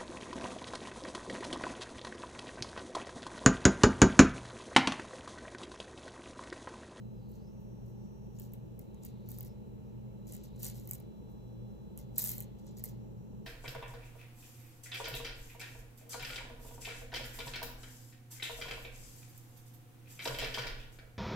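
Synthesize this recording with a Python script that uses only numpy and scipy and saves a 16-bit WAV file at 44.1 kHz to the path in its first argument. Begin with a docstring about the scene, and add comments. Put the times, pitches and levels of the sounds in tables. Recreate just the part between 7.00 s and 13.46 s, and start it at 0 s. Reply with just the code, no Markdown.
"""Dry beans tick and rustle as two fingers walk slowly through a heap of them on a hard table.
Their shells snap against each other, slide in small slips, and once tumble down the front of the heap.
They are close to a stereo microphone, and the small room adds a short echo.
Behind them an appliance hums and faintly whines over a low rumble and a soft hiss.
Faint hissy whistles and a few soft, low bumps come and go."""
import sys
import numpy as np
from scipy import signal
from scipy.fft import rfft, irfft
from scipy.io import wavfile
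from scipy.ndimage import uniform_filter1d

SR = 44100
rng = np.random.default_rng(int(sys.argv[2]) if len(sys.argv) > 2 else 0)


def output_pcm(signal):
    """Save a mono or channel-first signal as 16-bit PCM at the path in sys.argv[1].

    Samples are clipped to [-1, 1] before scaling.
    """
    pcm = np.clip(np.atleast_2d(signal).T, -1, 1) * 32767
    wavfile.write(sys.argv[1], SR, np.round(pcm).astype(np.int16))


N = 284886

# How strong the room's rumble and the hiss are at each pitch: pitch_hz, density_db (power per Hz)
RUMBLE_COLOUR = [(15, -108), (30, -86), (55, -77), (100, -79), (130, -70), (160, -82.5), (210, -72),
                 (275, -83.5), (330, -78.5), (440, -86), (620, -90.5), (900, -96.5), (1400, -108),
                 (2500, -130)]
HISS_COLOUR = [(500, -120), (1900, -116), (2300, -116), (2700, -112), (3700, -117), (4700, -122),
               (6900, -120), (9500, -122), (13000, -120), (15600, -119), (16000, -138)]
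# How alike left and right are: pitch_hz, likeness (0 to 1)
RUMBLE_LIKENESS = [(25, 0.9), (60, 0.6), (200, 0.93), (500, 1), (1000, 0.63), (2000, 0.4)]
HISS_LIKENESS = [(2000, 0.067), (7000, 0.1), (9300, 1), (13000, 0.62), (15000, 0.88)]
# How much sooner rumble and hum reach the right side: pitch_hz, lead_s
RIGHT_LEAD = [(50, 0.00052), (120, 0.001), (207, .0016), (400, 0.002), (720, 0.002134), (1000, 0.0025),
              (1500, 0.001678)]
# The appliance's motor and mains tones: pitch_hz, level_db
HUM_TONES = [(51.86, -59.3), (59.34, -66.3), (68.22, -67.4), (118.73, -59.5), (120.07, -53.2),
             (136.43, -67.9), (171.89, -60.4), (188.29, -62.3), (207.38, -52.8), (237.5, -74.4),
             (240.1, -68.1), (259.2, -66.6), (275.6, -73.9), (291.96, -75.3), (327.46, -65.6),
             (343.77, -71.7), (414.72, -76.0), (447.44, -76.7), (466.58, -81.5), (499.34, -80.1),
             (534.84, -79.1), (653.02, -74.9), (771.79, -82.9), (890.52, -80.8)]
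# Its thin whines: start_s, end_s, pitch_hz, jitter_hz, level_db
WHINE_TONES = [(-.5, .5, 3985, 50, -85), (.3, 2.0, 3985, 60, -91), (1.8, 3.3, 3975, 55, -87.5),
               (1.85, 2.3, 3900, 160, -85), (3.1, 5.5, 3980, 38, -83), (3.3, 3.7, 3950, 150, -83),
               (5.3, 6.0, 3980, 45, -86.5), (5.85, 7, 3985, 55, -90), (3.9, 6.0, 3450, 50, -86.5),
               (-.5, 7, 5820, 75, -91), (.36, 1.55, 5820, 55, -81.5), (4.0, 4.9, 5800, 70, -88),
               (5.5, 7, 5800, 60, -90), (-.5, 1.7, 6420, 60, -91.5), (.7, 5.4, 7000, 70, -90.5),
               (5.2, 7, 7020, 65, -84.5), (-.5, 7, 2650, 80, -91.5), (-.5, 7, 2950, 80, -91),
               (1.7, 3.8, 2750, 420, -85.5)]
# Gliding whistles: start_s, length_s, first_hz, middle_hz, last_hz, width_hz, relative_level_db
WHISTLE_GLIDES = [(.11, .44, 5900, 4250, 6400, 800, -85), (.46, .06, 5100, 5250, 5400, 300, -82),
                  (.97, .12, 5300, 4800, 4400, 900, -92), (1.035, .03, 7100, 7300, 7300, 900, -85),
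                  (1.88, .68, 4000, 3950, 5900, 1000, -83.5), (2.42, .12, 5200, 5250, 5350, 500, -83),
                  (2.83, .09, 5500, 5700, 6000, 1000, -89), (3.3, .5, 3900, 3950, 5500, 900, -82),
                  (3.75, .05, 5300, 5350, 5500, 450, -74)]
# Patches of beans giving way under a finger, crisp on top of the heap and muffled deep inside:
# start_s, moving_s, relative_level_db, crispness_db
BEAN_SLIPS = [(.29, .028, -75, 1), (.335, 0.03, -66, -6), (.6, 0.02, -80, 5), (.86, 0.044, -77, 4),
              (1.35, 0.036, -66, -7), (1.395, 0.056, -60, 0), (1.534, 0.0034, -74, 13),
              (1.795, 0.027, -68.5, 2), (2.028, 0.016, -58, -8), (2.05, 0.014, -54, -3),
              (2.258, 0.027, -68, -9), (2.293, 0.18, -58, -3), (3.27, 0.045, -57, -6),
              (3.33, 0.029, -54, -5), (3.39, .05, -65, -18), (3.437, 0.0026, -53, -4),
              (3.558, .035, -65, -6), (3.597, 0.034, -52, -5), (3.631, 0.051, -43, -1),
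              (3.75, 0.029, -56, -1), (3.8, 0.21, -62, -1.5), (3.893, 0.062, -62, 15),
              (4.295, 0.025, -84.5, 12), (4.983, 0.015, -57, -1), (5.159, .015, -55, -22),
              (5.184, 0.005, -35, 3.5), (5.21, 0.11, -41.5, 5.5), (5.35, 0.063, -57.5, 8),
              (5.587, 0.0061, -63.5, -7), (5.658, 0.035, -57.5, -17), (5.769, 0.026, -54.5, -13),
              (5.841, 0.0026, -55, 15.5), (5.86, 0.032, -55, -3)]
# The clear knocks of bean on bean: start_s, relative_level_db, relative_brightness_db
BEAN_KNOCKS = [(.2895, -64, 8), (.2965, -63, 12), (.3125, -60, 10), (.3185, -55, 9), (.357, -59, 6),
               (.606, -64, 14), (.616, -64, 14), (.8647, -58, 12), (1.388, -46, -18), (1.3986, -35, 12),
               (1.4191, -45, 2), (1.5223, -57, -11), (1.5357, -39, 8), (1.7932, -40, 8), (1.8129, -56, -2),
               (1.9449, -55, -12), (2.0356, -46, -12), (2.0504, -36, 14), (2.063, -48, 6),
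               (2.2892, -34, 14), (2.3027, -44, 6), (2.3068, -41, 6), (2.3164, -34, 9), (2.3264, -49, 6),
               (2.3399, -49, 6), (2.3457, -48, 5), (2.3652, -50, 5), (2.3865, -34, 10), (2.4078, -30, 13),
               (2.4299, -39, 11), (2.4489, -43, 8), (2.4589, -49, 7), (2.4714, -49, 7), (2.4801, -53, 5),
               (3.2797, -51, -9), (3.2936, -49, -6), (3.2982, -51, -8), (3.3217, -42, 1), (3.3245, -38, -4),
               (3.3365, -40, -2), (3.3439, -44, -9), (3.3497, -39, -12), (3.366, -42, -2), (3.4393, -44, 5),
               (3.4469, -50, 0), (3.5653, -58, -14), (3.5949, -47, 2), (3.6, -45, 5), (3.6123, -48, 2),
               (3.6248, -42, -7), (3.6311, -27, 3), (3.6451, -28, -2), (3.6525, -30, -2), (3.6656, -29, -6),
               (3.6828, -39, -3), (3.6869, -39, -3), (3.6995, -36, -6), (3.7125, -46, -5),
               (3.7161, -47, -2), (3.7461, -49, -7), (3.7561, -49, -1), (3.7664, -49, -2), (3.7783, -46, 1),
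               (3.7978, -48, -5), (3.8555, -52, -3), (3.8751, -37, 6), (3.8898, -39, 13), (3.8924, -42, 8),
               (3.8947, -46, -6), (3.9013, -45, 2), (3.9114, -23, 6), (3.9217, -45, 3), (3.924, -44, -6),
               (3.9341, -30, 2), (3.9398, -40, -3), (3.9449, -42, 4), (3.9493, -40, 1), (3.9534, -41, 0),
               (3.9844, -55, 12), (4.0017, -45, 13), (4.298, -65, 14), (4.9759, -35, 6), (4.9896, -42, 2),
               (5.0018, -52, -2), (5.1578, -49, 3), (5.1618, -45, 4), (5.1788, -32, 3), (5.1822, -14, 6),
               (5.1936, -24, 3), (5.1995, -28, 2), (5.2008, -31, -2), (5.2225, -30, 6), (5.2256, -28, 6),
               (5.2408, -21, 9), (5.2477, -29, 5), (5.2492, -29, 7), (5.2531, -28, 5), (5.2576, -32, -3),
               (5.2614, -28, 4), (5.2649, -33, 2), (5.2738, -28, 2), (5.2835, -30, 0), (5.2918, -25, 8),
               (5.2937, -24, 4), (5.3037, -28, 8), (5.315, -32, 6), (5.318, -27, 9), (5.3301, -37, 4),
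               (5.3354, -38, 4), (5.3392, -38, 4), (5.3483, -42, 4), (5.352, -39, 4), (5.3559, -41, 4),
               (5.3684, -43, 8), (5.3814, -29, 2), (5.4047, -27, 5), (5.4118, -42, -3), (5.4237, -38, 3),
               (5.4339, -45, -4), (5.443, -49, -8), (5.7753, -52, 9), (5.7856, -43, 1), (5.7953, -43, 6),
               (5.8397, -24, 11), (5.8571, -36, 4), (5.879, -46, 2), (5.8952, -45, 0)]
# Tone colours of sliding, of a knock, and of its dull tock in the table: pitch_hz, relative_level_db
SLIDE_COLOUR = [(300, -38), (900, -16.5), (1600, -11.5), (2100, -10.5), (2800, -16), (4000, -1), (5000, -3),
                (6200, -2), (7600, 0), (9000, 1.5), (11000, 1.5), (13500, 4.5), (15200, 0), (15900, -22),
                (16500, -31)]
KNOCK_COLOUR = [(300, -36), (1200, -39), (2500, -22.5), (4000, -25.5), (5000, -26), (6300, -10), (7400, -5),
                (9200, 0.5), (11000, 1.5), (13000, 1), (15300, 4), (15900, -3), (16500, -14)]
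TOCK_COLOUR = [(300, -15), (850, 5.5), (1300, -7.5), (2200, -0.5), (2900, 2), (4000, -3), (6000, -7),
               (16000, -38)]
# The ways one bean and the packed heap can ring: lowest_hz, highest_hz, decay_s, relative_strength
BEAN_RINGS = [(5700, 8800, .0015, .8), (10500, 15500, .0009, .7)]
HEAP_RINGS = [(1100, 2400, .005, .5), (3800, 6000, .005, 1.0)]
# How long the room's echo takes to fall by 60 dB: pitch_hz, fade_s
ROOM_FADE = [(500, 0.41), (3000, 0.7), (8000, 0.036), (16000, 0.039)]
# Soft low bumps: start_s, level_db, pitch_hz
LOW_BUMPS = [(0.741, -48.5, 168), (.77, -65, 84), (1.049, -47, 167), (1.576, -58, 148), (4.223, -55.5, 274),
             (6.299, -52.5, 254), (6.331, -50, 56.6)]

BEAN_LEAD_S, WHINE_LEAD_S = .000153, -.00048  # above zero: heard on the left first


def gain_of(db):
    """Turns decibels into a number to multiply by."""
    return 10 ** (np.asarray(db) / 20)


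def evened(x):
    """Scales a sound to an average (rms) level of 1."""
    return x / np.sqrt(np.mean(x ** 2) + 1e-20)


def look_up(table, hz):
    """Reads a table at any pitch by blending the nearest rows."""
    pitches, values = np.transpose(table)
    return np.interp(np.log(hz + 1), np.log(pitches + 1), values)


def add(mix, start_s, sound):
    """Mixes a sound in at its start time."""
    part = mix[max(round(start_s * SR), 0):][:len(sound)]
    part += sound[:len(part)]


def below(x, hz):
    """Keeps the part of a sound lower than hz."""
    return signal.sosfiltfilt(signal.butter(4, hz, fs=SR, output="sos"), x)


def stereo(x, lead_s):
    """Sends one sound to both sides, the left one earlier by lead_s."""
    hz = np.fft.rfftfreq(N, 1 / SR)
    return irfft(rfft(x) * np.exp(1j * np.pi * hz * lead_s * np.array([[1], [-1]])), N)


def steady_noise(colour, likeness, left_lead_s):
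    """Rumble or hiss: even noise that left and right partly share."""
    hz = np.fft.rfftfreq(N, 1 / SR)
    left, other = rfft(rng.standard_normal((2, N)))
    same = np.clip(look_up(likeness, hz), 0, 1)
    right = same * left + np.sqrt(1 - same ** 2) * other
    right *= np.exp(-2j * np.pi * hz * left_lead_s(hz))
    return irfft(np.array([left, right]) * gain_of(look_up(colour, hz)), N) * np.sqrt(SR / 2)


def hum(in_step_s=.06, waver=.051):
    """Motor and mains tones waver slightly; those close in pitch throb against each other."""
    t, out = np.arange(N) / SR, np.zeros((2, N))
    for hz, db in HUM_TONES:
        drift = np.interp(t, np.linspace(0, t[-1], 20), rng.standard_normal(20))
        scatter = rng.uniform(0, 2 * np.pi) * (hz > 130)  # the room puts higher tones out of step
        lag_s = look_up(RIGHT_LEAD, hz) * np.array([[.5], [-.5]])
        phase = 2 * np.pi * hz * (t - in_step_s - lag_s) + scatter + waver * drift
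        out += gain_of(db) * np.sqrt(2) * np.cos(phase)
    return out


def whines(fade_s=.17):
    """The appliance's faint high tones, made fuzzy by a fast shake in pitch."""
    t, out = np.arange(N) / SR, np.zeros(N)
    for start_s, end_s, hz, jitter_hz, db in WHINE_TONES:
        pitch_hz = hz + jitter_hz * evened(uniform_filter1d(rng.standard_normal(N), size=120))
        waver_db = .9 * np.interp(t, np.linspace(0, t[-1], 50), rng.standard_normal(50))
        fade = np.clip(np.minimum(t - start_s, end_s - t) / fade_s, 0, 1)
        out += gain_of(db + waver_db) * np.sqrt(2 * fade) * np.sin(2 * np.pi * np.cumsum(pitch_hz) / SR)
    return out


def whistles(swell_db=4):
    """Narrow bands of hiss glide through three pitches, swelling a little on the way."""
    out = np.zeros(N)
    for start_s, length_s, first_hz, middle_hz, last_hz, width_hz, db in WHISTLE_GLIDES:
        progress = np.linspace(0, 1, round(length_s * SR))
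        hz = np.polyval(np.polyfit([0, .5, 1], [first_hz, middle_hz, last_hz], 2), progress)
        tone = np.exp(2j * np.pi * np.cumsum(hz) / SR)
        feedback = np.exp(-np.pi * width_hz / SR)
        noise = rng.standard_normal(N)[:len(hz)]
        # Shift the noise down, keep a narrow band, and shift it back up to the gliding pitch.
        band = tone * signal.lfilter([1], np.poly([feedback, feedback]), noise / tone)
        swell = np.sqrt(abs(np.sin(np.pi * progress))) * gain_of(swell_db * progress)
        add(out, start_s, gain_of(db) * swell * evened(band.real))
    return out


def coloured_click(colour, tilt_db=0, size=512):
    """One click with the given tone colour; tilt_db brightens it per octave above 7000 Hz."""
    hz = abs(np.fft.fftfreq(size, 1 / SR))
    octaves = np.log2(np.maximum(hz, 7000) / 10000)
    log_gain = np.log(gain_of(look_up(colour, hz) + tilt_db * octaves))
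    click = np.fft.ifft(np.exp(np.conj(signal.hilbert(log_gain)))).real  # packs the sound at the start
    return click / np.linalg.norm(click)


def contact(colour, tilt_db, rings, ringing, chatter=1.3, chatter_s=.0004, size=640):
    """Two hard shells meet: a snap, a split second of chatter and a short ring, new every time."""
    t = np.arange(size) / SR
    force = rng.standard_normal(size) * np.exp(-t / chatter_s)
    force *= chatter / np.linalg.norm(force)
    force[0] += 1  # the first snap
    force = evened(force)
    for low_hz, high_hz, decay_s, strength in rings:
        ring = np.exp(-t / decay_s) * np.sin(2 * np.pi * rng.uniform(low_hz, high_hz) * t)
        force += ringing * strength * evened(ring)
    sound = signal.fftconvolve(force, coloured_click(colour, tilt_db))
    return sound / np.linalg.norm(sound)


def slipping(creep_db=-11.5, creep_db_per_s=608, break_db_per_s=2996,
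             sag_db_per_s=31.5, settle_db_per_s=378):
    """Slips creep, break loose, weaken and settle. Gives their joint level and crispness over time."""
    t, power, crispness = np.arange(N) / SR, np.full(N, 1e-12), np.zeros(N)
    for start_s, length_s, db, crisp_db in BEAN_SLIPS:
        before_s = np.maximum(start_s - t, 0)
        moving_s = np.clip(t - start_s, 0, length_s)
        after_s = np.maximum(t - start_s - length_s, 0)
        rise_db = np.maximum(-break_db_per_s * before_s, creep_db - creep_db_per_s * before_s)
        fall_db = sag_db_per_s * moving_s + settle_db_per_s * after_s
        slip_power = gain_of(np.maximum(db + rise_db - fall_db, -200)) ** 2
        power += slip_power
        crispness += slip_power * crisp_db
    return 10 * np.log10(power), crispness / power


def sliding(slip_db, crisp_db, level_db=-5, rub_db=-5, tilt_spread_db=6.5, bean_count=24):
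    """Sliding beans rub their skins and make tiny ticks, more of them as the slip grows."""
    ticks_per_s = 900 * gain_of(.21 * (slip_db + 50))
    strength = evened(gain_of(-.5 * np.minimum(rng.exponential(1, N), 3.5)))
    hits = strength * (rng.random(N) < ticks_per_s / SR) * np.sqrt(SR / ticks_per_s)
    which_bean, ticks = rng.integers(0, bean_count, N), np.zeros(N)
    for bean in range(bean_count):
        tilt_db = tilt_spread_db * rng.standard_normal()
        tick = contact(SLIDE_COLOUR, tilt_db, BEAN_RINGS, ringing=.6, chatter=.4, chatter_s=.0009)
        ticks += signal.oaconvolve(hits * (which_bean == bean), tick)[:N]
    rub = signal.oaconvolve(rng.standard_normal(N), coloured_click(SLIDE_COLOUR))[:N]
    rustle = (ticks + gain_of(rub_db) * rub) * gain_of(slip_db + level_db)
    body = below(rustle, 7360)
    return body + (rustle - body) * gain_of(crisp_db)


def knock(db, tilt_db, ringing, tock_db=-24.5, tock_growth=.75):
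    """Bean hits bean: a bright snap, and a dull tock as the blow goes through the heap into the table."""
    snap = contact(KNOCK_COLOUR, tilt_db, BEAN_RINGS, ringing)
    tock = contact(TOCK_COLOUR, 0, HEAP_RINGS, ringing=.57)
    return gain_of(db) * snap + gain_of(tock_db + tock_growth * db) * tock


def jostling(slip_db, crisp_db, per_s=70, boost_db=17.5, spread_db=2.5, tilt_spread_db=14.5, count=700):
    """Smaller knocks at random moments follow the strength and crispness of the slips."""
    out = np.zeros(N)
    starts_s = np.cumsum(rng.uniform(.3, 1.7, count)) / per_s
    for start_s, (strength, tilt) in zip(starts_s, rng.standard_normal((count, 2))):
        at = round(start_s * SR)
        if at < N:
            db = slip_db[at] + boost_db + spread_db * strength
            add(out, start_s, knock(db, crisp_db[at] + tilt_spread_db * tilt, ringing=.7))
    return out


def clear_knocks(boost_db=11.5):
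    """The ticks that stand out when beans snap past a neighbour or drop."""
    out = np.zeros(N)
    for start_s, db, bright_db in BEAN_KNOCKS:
        add(out, start_s, knock(db + boost_db, tilt_db=1.3 * bright_db - 3.5, ringing=.4))
    return out


def near_echoes(x, decay_s, change_s=.009, size=1200, count=4):
    """Quick echoes off nearby surfaces. Pairs of patterns take turns, as beans sound in other spots."""
    t, turn, out = np.arange(size) / SR, np.arange(N) / SR / change_s, np.zeros((2, N))
    for k in range(count):
        share = np.sqrt(np.maximum(1 - abs((turn - k) % count - 1), 0))
        echoes = rng.standard_normal((2, size)) * np.exp(-t / decay_s) * (t > .0005)
        echoes /= np.linalg.norm(echoes, axis=1, keepdims=True)
        out += signal.oaconvolve((x * share)[None], echoes, axes=1)[:, :N]
    return out


def room_echo(x, rise_s=.0018, size=20000):
    """The room answers with two unrelated tails in which each pitch fades at its own speed."""
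    hz, t, bands = signal.stft(rng.standard_normal((2, size)), SR, nperseg=256)
    fade = gain_of(-60 * t / look_up(ROOM_FADE, hz)[:, None])
    tail = signal.istft(bands * fade, SR, nperseg=256)[1]
    tail *= np.clip(np.arange(tail.shape[1]) / SR / rise_s, 0, 1)
    return signal.fftconvolve(x[None], tail / np.linalg.norm(tail[0]), axes=1)[:, :N]


def beans(near_db=-11.5, high_room_db=-15, low_room_db=-8.5, low_direct_db=-6.5, width=.46):
    """High sound comes straight from the beans; lower sound mostly spreads from the whole table top."""
    slip_db, crisp_db = slipping()
    sound = clear_knocks() + jostling(slip_db, crisp_db) + sliding(slip_db, crisp_db)
    low = below(sound, 5600)
    high = sound - low
    off_heap_and_hand = gain_of(near_db) * near_echoes(high, decay_s=.0021)
    middle, side = off_heap_and_hand + gain_of(high_room_db) * room_echo(high)
    table = near_echoes(low, decay_s=.01) + gain_of(low_room_db) * room_echo(low)
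    direct = high + gain_of(low_direct_db) * low
    wide = width * stereo(side, BEAN_LEAD_S) * np.array([[1], [-1]])  # sets left and right apart
    return stereo(direct + middle, BEAN_LEAD_S) + wide + table


def bumps(rise_s=.0038, size=6000):
    """Dull, low thuds that die away almost at once."""
    t, out = np.arange(size) / SR, np.zeros(N)
    swell = t / rise_s * np.exp(1 - t / rise_s)
    for start_s, db, hz in LOW_BUMPS:
        add(out, start_s, gain_of(db) * np.sqrt(2) * swell * np.sin(2 * np.pi * hz * t))
    return out


def scene():
    """The beans in front of the quiet sounds of the room."""
    rumble = steady_noise(RUMBLE_COLOUR, RUMBLE_LIKENESS, lambda hz: -look_up(RIGHT_LEAD, hz))
    hiss = steady_noise(HISS_COLOUR, HISS_LIKENESS, lambda hz: BEAN_LEAD_S)
    return beans() + rumble + hiss + hum() + stereo(whines(), WHINE_LEAD_S) + whistles() + bumps()


def record(dry):
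    """Cuts away the very highest sound, above 16500 Hz."""
    treble_cut = signal.firwin(401, 16500, window=("kaiser", 9), fs=SR)
    return signal.oaconvolve(dry, treble_cut[None], "same")


dry = scene()
out = record(dry)
output_pcm(out)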